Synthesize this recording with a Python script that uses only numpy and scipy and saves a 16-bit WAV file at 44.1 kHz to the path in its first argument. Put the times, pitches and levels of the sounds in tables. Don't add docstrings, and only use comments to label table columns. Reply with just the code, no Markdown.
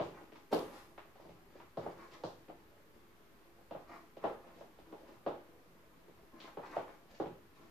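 import sys
import numpy as np
from scipy import signal
from scipy.fft import rfft, irfft, next_fast_len
from scipy.io import wavfile
from scipy.ndimage import uniform_filter1d, map_coordinates

SR = 44100
rng = np.random.default_rng(int(sys.argv[2]) if len(sys.argv) > 2 else 0)


def dump(signal):
    limited = np.clip(np.atleast_2d(signal).T, -1, 1)
    pcm = np.round(limited * 32767).astype(np.int16)
    wavfile.write(sys.argv[1], SR, pcm)


N = 339744

# (frequency [Hz], relative level [dB])
TONE_SPECTRUM = [(15, -6), (40, 3), (60, -0.5), (115, -1), (250, -2.5), (340, -12), (410, -3), (600, -18.5),
                 (1000, -6.5), (2000, -12.5), (5000, -23), (8500, -27), (11000, -24.5), (14500, -20)]
# (frequency [Hz], coherence [0-1])
TONE_COHERENCE = [(25, 0.9), (60, 0.83), (180, 0.44), (400, 0.85), (800, 0.11), (1650, 0), (5000, 0)]
# (time [s], knock peak before the room [dB], knock pitch [Hz],
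# thud level [dB re knock], click level [dB re knock], click pitch [Hz])
IMPACTS = [(0.0, -32, 585, -22, -11.5, 2630), (0.212, -59.5, 360, -28, 0, 2450),
           (0.321, -54.5, 372, -24, 0, 2020), (0.527, -26, 504, -27, -12, 3200),
           (0.979, -46.5, 1200, -39, -5, 2130), (1.156, -57, 786, -39, -7, 3290),
           (1.198, -55.5, 530, -38, -16, 2736), (1.25, -52.5, 553, -26, -19, 2860),
           (1.292, -57, 500, -12, -3, 2520), (1.554, -57, 394, -20, -19, 2470),
           (1.601, -50.5, 1140, -26, -7, 2150), (1.772, -37, 554, -20.5, -13, 3840),
           (1.862, -39, 620, -21, -24, 2400), (2.121, -62, 355, -16, 8, 3366),
           (2.237, -36.5, 630, -21, -7, 4280), (2.484, -54, 346, -39, -3, 2250),
           (2.496, -48, 653, -45, -36, 2300), (3.71, -42.5, 585, -21, -11.5, 2606),
           (3.749, -42.5, 670, -25.5, -28, 2447), (4.169, -51, 472, -16.5, -6, 2710),
           (4.24, -29.5, 605, -28, -19, 2770), (4.471, -58.5, 530, -33, -2, 2500),
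           (4.609, -50, 620, -25, -13, 2750), (4.787, -57, 552, -25, -3, 3430),
           (4.925, -45.5, 550, -29, -15, 2410), (5.264, -31, 606, -29, -18.5, 2970),
           (6.083, -58, 360, -14, -8, 3498), (6.403, -61, 377, -16, 18, 3560),
           (6.44, -57.5, 355, -22, 7.5, 2200), (6.477, -49, 1190, -26, -18, 2450),
           (6.572, -39.5, 557, -22, -17.5, 2550), (6.766, -33.5, 640, -27.5, -17, 2470),
           (6.889, -56, 470, -27, -5, 2310), (7.2, -33.5, 470, -20, -19.5, 3230),
           (7.257, -44, 430, -18, -10.5, 2380), (7.597, -62, 353, -13.5, -9, 2470)]
# (delay [s], left gain [dB], right gain [dB])
REFLECTIONS = [(.0025, -3.5, 6.5), (.0045, 6, -6), (.0075, 2, -2), (.0100, 0.5, -30), (.0140, 7, -14.5),
               (0.018, -19, -21), (0.023, -35, 3.5), (.0300, 0.5, -26)]
# (frequency [Hz], bandwidth [Hz], mean gain [dB])
MODES = [(128.5, 8.5, 16.5), (172.5, 5.5, 27), (238, 22, 17), (311, 28.7, 17), (344.8, 5.5, 17.5),
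         (536.5, 2.9, 4.5), (542, 54, 12), (672.6, 36, 15.5), (820, 25, 12), (826, 6.9, 19), (1030, 15, -5)]
# (frequency [Hz], time to fall 60 dB [s])
TAIL_T60 = [(100, 0.73), (260, 0.53), (700, 0.29), (1800, 0.48), (5000, 0.39), (12000, 0.75)]
# (frequency [Hz], coherence [0-1])
TAIL_COHERENCE = [(60, 0.94), (180, 0.98), (550, 0.67), (1650, 0.046), (4960, 0.045), (15000, 0.02)]
# (start [s], duration [s], rumble level [dB], brightness [0-1], scuff level [dB])
DRAGS = [(0, 0.034, -51, 0.2, -63.5), (0.097, 0.11, -58.5, 0.84, -73.5), (0.317, 0.054, -66, 0.91, -69),
         (0.506, .02, -40, 0.084, -53), (0.567, 0.15, -57.5, 0.83, -65.5), (0.688, 0.085, -60, 1, -62),
         (1.12, 0.21, -69.5, 0.21, -74.5), (1.482, 0.11, -66, 0.41, -71.5), (1.76, .15, -56, 0.36, -71.5),
         (1.94, .13, -56.5, 0.94, -68.5), (2.096, 0.025, -55, 0.88, -63.5),
         (3.855, 0.097, -55.5, 0.78, -66.5), (4.176, 0.12, -55, 0.64, -73), (4.406, 0.095, -61, .9, -81),
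         (4.531, 0.055, -61.5, 0.17, -70.5), (4.814, 0.16, -65.5, 0.14, -74.5),
         (5.037, 0.091, -61.5, 0.32, -69.5), (6.308, 0.077, -63, 0.38, -82), (6.353, 0.1, -61.5, 1, -68),
         (6.596, 0.17, -53, 0.87, -66), (6.772, 0.038, -72, 0.28, -80), (6.852, 0.046, -58, 1, -68),
         (7.062, 0.087, -71, 0.48, -66.5), (7.513, .15, -69, 0.5, -72.5)]
# (frequency [Hz], relative level [dB])
DULL_SPECTRUM = [(60, -36), (150, -16), (350, -1), (600, -5.5), (1050, -13.5), (1600, -55), (2500, -34)]
BRIGHT_SPECTRUM = [(60, -47), (250, -15), (600, -7.5), (1050, 2), (1500, -5.5), (2300, -10), (3500, -32.5)]
# (frequency [Hz], relative level [dB])
SCUFF_SPECTRUM = [(900, -41), (1700, 1.5), (3000, -1.5), (4800, -0.5), (7000, -7), (9500, -25),
                  (12000, -50)]
SWISH_SPECTRUM = [(5000, -27), (7000, 6), (9500, 6), (13000, 8), (16000, -4.5)]
SLAP_SPECTRUM = [(2500, -21), (4500, 8.5), (6500, -12), (9000, -11), (12000, -4), (16000, -10)]
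# (frequency [Hz], left over right [dB])
PORT_BALANCE = [(100, -1), (700, -1), (2400, 0.5), (4400, 1.5), (8000, -2), (13000, 0.7)]


def amp(db):
    return 10 ** (np.asarray(db) / 20)


def unit(x):
    return x / np.sqrt(np.mean(x ** 2) + 1e-20)


def along(points, hz):
    f, values = np.transpose(points)
    return np.interp(np.log(hz + 1), np.log(f + 1), values)


def filtered(x, response):
    n = x.shape[-1]
    size = next_fast_len(n + SR // 4)
    return irfft(rfft(x, size) * response(np.fft.rfftfreq(size, 1 / SR)), size)[..., :n]


def resonance(f, hz, width):
    return 1j * f * width / (hz * hz - f * f + 1j * f * width)


def stereo_field(pair, coherence, colour):
    angle = lambda f: np.arccos(np.clip(along(coherence, f), -1, 1)) / 2
    mid, side = filtered(pair, lambda f: colour(f) * [np.cos(angle(f)), np.sin(angle(f))])
    return np.array([mid + side, mid - side])


def wobble(rate):
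    return map_coordinates(rng.standard_normal(int(N * rate / SR) + 4), [np.arange(N) * rate / SR])


def room_tone():
    spectra = signal.stft(rng.standard_normal((2, N)), nperseg=512)[2]
    drift = uniform_filter1d(rng.standard_normal(spectra.shape[1:]), size=5, axis=0)
    drift_db = 0.77 * unit(uniform_filter1d(drift, size=14, axis=1))
    pair = signal.istft(spectra * amp(drift_db), nperseg=512)[1][:, :N]
    return amp(-65.5) * unit(stereo_field(pair, TONE_COHERENCE, lambda f: amp(along(TONE_SPECTRUM, f))))


def heel_impact(pitch_hz, thud_db, click_db, click_hz):
    force = -np.exp(-np.arange(SR // 20) / SR / 0.00032)
    board = lambda f: resonance(f, pitch_hz, .8 * pitch_hz)
    knock = filtered(force, lambda f: board(f) * resonance(f, 464, 1530) * resonance(f, 816, 1510))
    thud = filtered(force, lambda f: resonance(f, 124, 120) * resonance(f, 145, 190))
    tip = lambda f: resonance(f, click_hz, .6 * click_hz) * resonance(f, 3500, 5000)
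    click = filtered(signal.unit_impulse(len(force)), lambda f: tip(f) / (1 + 1j * f / 7500) ** 3)
    unit_peak = lambda x: x / np.abs(x).max()
    return unit_peak(knock) + amp(thud_db) * unit_peak(thud) + amp(click_db) * unit_peak(click)


def room_response(tail_db):
    n = SR // 2
    hz, t, spectra = signal.stft(rng.standard_normal((2, n)), SR, nperseg=256)
    build_up = 1 - np.exp(-t / .007)
    decay = amp(-60 * t / along(TAIL_T60, hz)[:, None])
    tail = signal.istft(spectra * build_up * decay, SR, nperseg=256)[1][:, :n]
    walls = np.zeros_like(tail)
    for delay_s, left_db, right_db in REFLECTIONS:
        arrival_s = delay_s + rng.normal(0, .0004) + rng.normal(0, .00006, 2)
        gains = amp([left_db, right_db]) * amp(rng.normal(0, 0.59))
        walls[[0, 1], np.round(arrival_s * SR).astype(int)] = gains
    walls = filtered(walls, lambda f: 1 / (1 + 1j * f / 2600))
    impulse = signal.unit_impulse(n)
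    couplings = (-1) ** np.arange(len(MODES)) * amp(rng.normal(0, 2.05, len(MODES)))
    modes = filtered(impulse, lambda f: sum(coupling * amp(db) * resonance(f, centre, width)
                                            for coupling, (centre, width, db) in zip(couplings, MODES)))
    direct = filtered(amp(2) * impulse, lambda f: 1 / (1 + 1j * f / 5500))
    return direct + modes + walls + amp(tail_db) * stereo_field(tail, TAIL_COHERENCE, np.ones_like)


def footsteps():
    out = np.zeros((2, N + SR))
    for start, db, *timbre in IMPACTS:
        tail_db = -18.5 + 0.1 * (db + 33.5)
        heard = signal.fftconvolve(heel_impact(*timbre)[None], room_response(tail_db), axes=1)
        out[:, round(start * SR):][:, :heard.shape[1]] += amp(db) * heard
    return out[:, :N]


def drag_power(start, length, db):
    rise_s, release_db_per_s = 0.011 + .35 * length, 170
    t = np.arange(N) / SR - start
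    rise = np.clip(t / rise_s, 0, 1)
    return (rise * amp(db - release_db_per_s * np.clip(t - length, 0, None))) ** 2


def grit(spectrum):
    catches = rng.standard_normal(N) * amp(3.5 * wobble(150) + 1.1 * wobble(25))
    return unit(filtered(catches, lambda f: amp(along(spectrum, f))))


def reverberated(source, shift_s=.2):
    hop = round(shift_s * SR)
    padded, out = np.pad(source, (hop, 2 * hop)), np.zeros((2, N + 3 * hop + SR))
    for at in range(0, N + hop, hop):
        response = room_response(tail_db=-25.5)
        response = unit(response) / np.sqrt(response.shape[1])
        piece = padded[at:at + 2 * hop] * signal.windows.hann(2 * hop, sym=False)
        heard = signal.fftconvolve(piece[None], response, axes=1)
        out[:, at:at + heard.shape[1]] += heard
    return out[:, hop:hop + N]


def sliding_soles():
    rest_power, rest_brightness = amp(-71) ** 2, 0.19
    dull, bright = rest_power * (1 - rest_brightness), rest_power * rest_brightness
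    scuff = amp(-81) ** 2
    for start, length, rumble_db, brightness, scuff_db in DRAGS:
        rumble = drag_power(start, length, rumble_db)
        dull += (1 - brightness) * rumble
        bright += brightness * rumble
        scuff += drag_power(start, length, scuff_db)
    swish = drag_power(start=0.47, length=.3, db=-70)
    boards = np.sqrt(dull) * grit(DULL_SPECTRUM) + np.sqrt(bright) * grit(BRIGHT_SPECTRUM)
    surface = np.sqrt(scuff) * grit(SCUFF_SPECTRUM) + np.sqrt(swish) * grit(SWISH_SPECTRUM)
    return reverberated(boards + surface)


def sole_slap(start_s=0.531, db=-44.5, t60_s=0.23):
    t = np.arange(N) / SR - start_s
    envelope = (t > 0) * amp(db - 60 * np.abs(t) / t60_s)
    cracks = rng.standard_normal((2, N)) * amp(6 * np.array([wobble(300), wobble(300)]))
    return envelope * unit(filtered(cracks, lambda f: amp(along(SLAP_SPECTRUM, f))))


def scene():
    return room_tone() + footsteps() + sliding_soles() + sole_slap()


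def record(dry):
    cutoff_hz, dc_offset = 14535, -.00046
    response = lambda f: amp(np.outer([.5, -.5], along(PORT_BALANCE, f))) * (f < cutoff_hz)
    return filtered(dry, response) + dc_offset


dry = scene()
out = record(dry)
dump(out)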